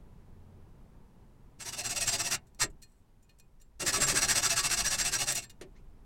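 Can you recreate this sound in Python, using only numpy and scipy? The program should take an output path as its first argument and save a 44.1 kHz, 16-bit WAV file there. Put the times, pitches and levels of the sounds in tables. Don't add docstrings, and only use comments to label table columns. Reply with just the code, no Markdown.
import sys
import numpy as np
from scipy import signal
from scipy.fft import rfft, irfft, next_fast_len
from scipy.io import wavfile
from scipy.ndimage import map_coordinates

SR = 44100
rng = np.random.default_rng(int(sys.argv[2]) if len(sys.argv) > 2 else 0)


def store_wav(level_fs):
    pcm = np.round(np.clip(np.atleast_2d(level_fs), -1, 1) * 32767)
    wavfile.write(sys.argv[1], SR, pcm.T.astype(np.int16))


N = 266805


def amp(db):
    return 10 ** (np.asarray(db) / 20)


def unit(x):
    return x / np.sqrt(np.mean(x ** 2) + 1e-20)


def at_level(sound, db, size):
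    return amp(db) * sound * np.sqrt(size / np.sum(sound ** 2))


def along(points, hz):
    f, values = np.transpose(points)
    return np.interp(np.log(hz + 1), np.log(f + 1), values)


def read(rows, t):
    times, *columns = np.transpose(rows)
    return [np.interp(t, times, column) for column in columns]


def curve(rows):
    return read(rows, np.arange(N) / SR)[0]


def wobble(rate, size):
    knots = rng.standard_normal(int(size * rate / SR) + 4)
    return map_coordinates(knots, [np.arange(size) * rate / SR], mode="nearest")


def filtered(x, response):
    size = next_fast_len(len(x) + SR // 4)
    return irfft(rfft(x, size) * response(np.fft.rfftfreq(size, 1 / SR)), size)


def causal(gain):
    cepstrum = irfft(np.log(np.maximum(gain, 1e-6)))
    half = len(cepstrum) // 2
    return np.exp(rfft(cepstrum * np.r_[1, np.full(half - 1, 2), 1, np.zeros(half - 1)]))


def resonance(f, hz, width):
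    return 1j * f * width / (hz * hz - f * f + 1j * f * width)


def noise(spectrum):
    return unit(filtered(rng.standard_normal(N), lambda f: amp(along(spectrum, f)))[:N])


def dying_noise(decay):
    hz, t, bands = signal.stft(rng.standard_normal(SR // 2), SR, nperseg=128)
    tail = signal.istft(bands * np.exp(-np.log(1000) * t / along(decay, hz)[:, None]), SR)[1]
    return tail / np.linalg.norm(tail)


def add(track, start, sound):
    part = track[max(round(start * SR), 0):][:len(sound)]
    part += sound[:len(part)]


# t/s, relative level/dB
WIND_LEVEL = [(0.0, -56.5), (1.58, -63), (2.04, -51), (2.59, -61), (2.63, -50), (2.96, -66), (3.67, -63),
              (4.08, -44), (4.43, -57), (4.89, -47), (5.46, -58), (6.05, -55)]
# f/Hz, spectral level/dB
WIND_SPECTRUM = [(12, -3), (28, 0), (45, -6), (70, -13), (100, -28), (250, -45), (600, -120)]


def wind():
    return amp(curve(WIND_LEVEL) + 3.5) * noise(WIND_SPECTRUM)


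# t/s, level/dB
AMBIENT_LEVEL = [(0, -57.5), (.6, -57.5), (1.5, -60), (3, -66), (3.7, -67), (5.5, -60), (6.05, -60)]
# f/Hz, spectral level/dB
MURMUR_SPECTRUM = [(30, -12), (70, 0), (130, -1), (220, -5), (300, -13), (400, -12), (520, -18),
                   (700, -20.5), (950, -19.5), (1200, -27), (2000, -34), (4000, -44), (8000, -62)]
HISS_SPECTRUM = [(300, 9), (1000, 8), (2000, 3), (3500, -1), (8000, -3), (12000, -5), (16000, -8)]


def ambience():
    level_db = curve(AMBIENT_LEVEL)
    murmur = amp(level_db + .7 * wobble(11, N)) * noise(MURMUR_SPECTRUM)
    hiss = amp(-77 + .35 * (level_db - level_db.mean())) * noise(HISS_SPECTRUM)
    return murmur + hiss


# t/s, level/dB
HUM_LEVEL = [(.2, -80), (.3, -60), (.45, -56), (.62, -56), (.72, -80)]


def hum(hz=88):
    phase = 2 * np.pi * hz * np.arange(N) / SR + .3 * wobble(7.3, N)
    return amp(curve(HUM_LEVEL)) * unit(np.sin(phase))


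def teeth(speed, tooth_hz, jitter, scatter_db):
    passed = np.cumsum(speed) * tooth_hz / SR
    count = int(passed[-1])
    offset, strength = rng.standard_normal((count, 2)).T
    hits = np.searchsorted(passed, np.arange(count) + .5 + jitter * offset)
    return unit(np.bincount(np.minimum(hits, len(speed) - 1), amp(scatter_db * strength), len(speed)))


def tearing(blows, decay_s=.0011):
    envelope = signal.lfilter([1], [1, -np.exp(-1 / (decay_s * SR))], blows)
    return unit((unit(envelope) + .56) * rng.standard_normal(len(blows)))


# f/Hz, bandwidth/Hz, level/dB over the plain scrape
STEEL_MODES = [(1135, 40, 6), (1320, 40, 3), (1708, 50, 3), (1877, 28, 6), (2187, 35, 4), (2650, 40, 8),
               (2810, 80, 5.5), (3575, 40, 7), (4221, 65, 6), (4730, 30, 7), (4815, 50, 5), (5213, 45, 6),
               (5750, 75, 8), (6755, 45, 3), (7743, 35, 7), (8085, 85, 10.5), (8483, 50, 7), (9016, 30, 8)]


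def steel_response(size, lead_hz, lead_db=8.5, vary_db=2):
    f = np.fft.rfftfreq(next_fast_len(size + SR // 4), 1 / SR)
    power = sum(amp(db + vary_db * rng.standard_normal()) ** 2 / (1 + (2 * (f - hz) / width) ** 2)
                for hz, width, db in STEEL_MODES + [(lead_hz, 70, lead_db)])
    return causal(np.sqrt(1 + power))


# f/Hz, relative level/dB
ROD_MODES = [(575, -1.5), (688, 2.5), (790, -9), (950, -5)]


def rod_ring(drive, vary_db=5.5):
    modes = [(hz, amp(db + vary_db * rng.standard_normal())) for hz, db in ROD_MODES]
    return filtered(drive, lambda f: sum(gain * resonance(f, hz, 55) * resonance(f, hz, 300)
                                         for hz, gain in modes))


def squeal(drive, hz=7560):
    return filtered(drive, lambda f: resonance(f, hz, 36) * resonance(f, hz, 400))


def cutting_force(speed, skid_db, catch_s=.018, scatter_s=.003, snap_s=.0015):
    t = np.arange(len(speed)) / SR
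    caught_at = catch_s + scatter_s * rng.standard_normal()
    skidding = (1 - np.tanh((t - caught_at) / snap_s)) / 2
    cutting = np.tanh(.9 * speed ** 1.24)
    pressing = .078 * speed ** .26
    return (cutting + pressing) * amp(1.3 * wobble(170, len(speed)) + skid_db * skidding)


# f/Hz, spectral level/dB
RASP_SPECTRUM = [(1290, -34), (2200, -5), (2430, -4.5), (2730, -5.5), (3110, -10), (4120, -6), (5360, -5.5),
                 (5730, -2.5), (7160, -5.5), (7340, -10), (7840, -5), (9870, -12), (12400, -16.5),
                 (15800, -27.5)]
BITE_SPECTRUM = [(500, -39), (900, -2), (1200, 0), (1700, 0), (2300, 0.5), (2800, -7.5), (3300, -18.5),
                 (5000, -38)]
BENCH_SPECTRUM = [(60, -20.5), (105, 2), (135, 5.5), (165, -5), (200, -3.5), (260, -7), (375, -2),
                  (460, -8.5), (570, -5), (800, -15.5), (1800, -30.5)]


def stroke(length, pull, lead_hz, level_db, bite_db, rod_db, bench_db):
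    size = round(length * SR)
    skew = .93 if pull else 1.05
    speed = np.sin(np.pi * ((np.arange(size) + .5) / size) ** skew)
    force = cutting_force(speed, skid_db=1 if pull else -2.5)
    blows = teeth(speed, tooth_hz=1700 * amp(1.3 * rng.standard_normal()), jitter=.19, scatter_db=2)
    chips = tearing(blows)
    steel = steel_response(size, lead_hz)

    def through_steel(drive, spectrum):
        return filtered(drive, lambda f: causal(amp(along(spectrum, f))) * steel)

    rasp = through_steel(force * (chips + .5 * blows), RASP_SPECTRUM)
    bite_force = force * speed ** (.1 if pull else .24)
    bite = through_steel(bite_force * (blows + .5 * chips), BITE_SPECTRUM)
    squeal_db = (-17 if pull else -10.5) + 3.5 * rng.standard_normal()
    judder = speed ** .32 * (blows - blows.mean() + .72 * chips)
    layers = [(rasp, 0), (bite, bite_db), (squeal(force * chips), squeal_db),
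              (rod_ring(speed * judder), rod_db + (2 if pull else -1)),
              (through_steel(judder, BENCH_SPECTRUM), bench_db)]
    return sum(at_level(sound, level_db + over_rasp_db, size) for sound, over_rasp_db in layers)


FIRST_TURNS = [1.590, 1.643, 1.715, 1.762, 1.829, 1.886, 1.943, 1.995, 2.057, 2.110, 2.175, 2.232, 2.297,
               2.363]
LONE_TURNS = [2.591, 2.650]
LAST_TURNS = [3.795, 3.845, 3.918, 3.991, 4.061, 4.137, 4.204, 4.268, 4.341, 4.411, 4.487, 4.550, 4.623,
              4.688, 4.760, 4.831, 4.896, 4.968, 5.035, 5.107, 5.178, 5.253, 5.341, 5.410, 5.452]
# reversals, first direction, leading blade mode on the push f/Hz, rod base level/dB over the rasp
SAW_BOUTS = [(FIRST_TURNS, "push", 2800, -15.5), (LONE_TURNS, "push", 1000, -26),
             (LAST_TURNS, "pull", 1680, -18)]
# t/s, rasp level/dB
ARM_PRESSURE = [(1.61, -47), (1.68, -42), (1.74, -43), (1.8, -38.5), (1.91, -37), (2.08, -32),
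                (2.26, -35.5), (2.33, -32), (2.62, -30.5), (3.82, -38), (3.88, -32), (4.3, -29.5),
                (4.95, -32.5), (5.3, -33.5), (5.375, -37.5), (5.43, -51.5)]
# t/s, bite level/dB, bench level/dB
STROKE_BALANCE = [(1.6, -5, -12), (2.0, -9, -15), (2.25, -7, -15.5), (2.62, -3.5, -17.5), (3.9, -3.5, -11),
                  (4.2, -4, -13.5), (4.55, -5.5, -17.5), (5.25, -6, -14.5), (5.42, -11.5, -15)]


def saw(pull_lead_hz=2743, overrun_s=.003):
    out = np.zeros(N)
    for turns, first_way, push_lead_hz, rod_db in SAW_BOUTS:
        pull = first_way == "pull"
        for start, end in zip(turns, turns[1:]):
            level_db, = read(ARM_PRESSURE, (start + end) / 2)
            bite_db, bench_db = read(STROKE_BALANCE, (start + end) / 2)
            if pull:
                level_db -= .1
                bite_db -= 2
            lead_hz = (pull_lead_hz if pull else push_lead_hz) * np.exp(.03 * rng.standard_normal())
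            sound = stroke(end - start + 2 * overrun_s, pull, lead_hz, level_db, bite_db, rod_db, bench_db)
            add(out, start - overrun_s, with_room(sound, wet_db=-9.5))
            pull = not pull
    return out


# f/Hz, T60/s
ROOM_DECAY = [(130, 0.47), (400, 0.085), (900, 0.1), (2000, 0.093), (10000, 0.031)]


def with_room(sound, wet_db):
    reflections = signal.fftconvolve(np.pad(sound, (SR // 200, 0)), dying_noise(ROOM_DECAY))
    return np.pad(sound, (0, len(reflections) - len(sound))) + amp(wet_db) * reflections


# t/s, level/dB, contact spread/s, scrape centre f/Hz
TOUCH_EVENTS = [(2.468, -69, .011, 6800), (2.549, -65, 0.003, 7150), (2.702, -66.5, .005, 7060),
                (2.819, -50.5, .014, 6550), (2.851, -68, .08, 8600), (3.225, -68.5, 0.011, 7400),
                (3.291, -62, .012, 3800), (3.386, -65.5, .006, 7000), (3.400, -58, 0.0036, 7300),
                (3.60, -68, .006, 5450), (3.615, -60, .008, 7060), (5.32, -31, .007, 7020),
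                (5.349, -31, .009, 7200), (5.377, -36.5, .004, 6830), (5.438, -50.5, .011, 4270),
                (5.497, -50.5, .009, 5230), (5.614, -57.5, .007, 2510)]
# f/Hz, relative level/dB, T60/s
TOUCH_MODES = [(1803, -1.5, .045), (2490, 2.5, .17), (2830, -5, .08), (3700, -11, .06), (4231, -3, .09),
               (5800, -10, .04), (7079, -10, .04), (7558, -2, .15), (8060, -8, .04)]


def touches():
    def ringing(f):
        return sum(amp(db + 3.5 * rng.standard_normal()) * resonance(f, hz, np.log(1000) / (np.pi * t60))
                   for hz, db, t60 in TOUCH_MODES)

    out, t = np.zeros(N), np.arange(SR // 4) / SR
    for start, db, spread, scrape_hz in TOUCH_EVENTS:
        envelope = (t / spread) ** 2 * np.exp(-2.6 * t / spread)
        contact = envelope * rng.standard_normal(len(t)) * amp(3.5 * wobble(550, len(t)))
        sound = filtered(contact, lambda f: (ringing(f) + amp(-18)) * resonance(f, scrape_hz, 5000))
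        add(out, start - .003, with_room(at_level(sound, db, .009 * SR), wet_db=-10))
    return out


# t/s, level/dB
KNOCK_EVENTS = [(2.634, -36), (3.821, -34.5), (3.982, -31.5), (4.124, -32.5), (5.612, -38.5)]
# f/Hz, spectral level/dB
KNOCK_SPECTRUM = [(60, -27.5), (130, -8.5), (250, -8), (390, 1), (480, -15), (600, -3), (820, -18),
                  (1350, -19), (2200, -13.5), (7000, -22.5), (9300, -19.5), (15000, -47)]
# f/Hz, T60/s
KNOCK_DAMPING = [(150, 0.23), (600, .12), (1500, 0.062), (10000, 0.052)]


def knocks(impacts=3, flight_s=.009, loss_db=8.5):
    out = np.zeros(N)
    for start, db in KNOCK_EVENTS:
        for bounce in range(impacts):
            thud = filtered(dying_noise(KNOCK_DAMPING), lambda f: causal(amp(along(KNOCK_SPECTRUM, f))))
            thud = at_level(thud, db - bounce * loss_db, .0062 * SR)
            add(out, start + bounce * flight_s, with_room(thud, wet_db=-10.5))
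    return out


# t/s, f/Hz, relative level/dB
FINGER_SLIP = [(5.749, 1775, -81), (5.765, 1985, -67), (5.78, 2190, -71), (5.80, 2620, -77),
               (5.815, 2720, -90)]


def squeak():
    t = np.arange(FINGER_SLIP[0][0], FINGER_SLIP[-1][0], 1 / SR)
    hz, db = read(FINGER_SLIP, t)
    phase = 2 * np.pi * np.cumsum(hz * amp(1.3 * wobble(2500, len(t)))) / SR
    tone = unit(np.sin(phase) + .42 * np.sin(2 * phase) + .41 * np.sin(3 * phase))
    out = np.zeros(N)
    add(out, t[0], amp(db + .5) * tone)
    return out


def scene():
    return (wind() + ambience() + hum() + saw() + touches() + knocks() + squeak())[None]


def record(dry):
    cutoff_hz = 15950
    return filtered(dry[0], lambda f: f < cutoff_hz)[None, :N]


dry = scene()
out = record(dry)
store_wav(out)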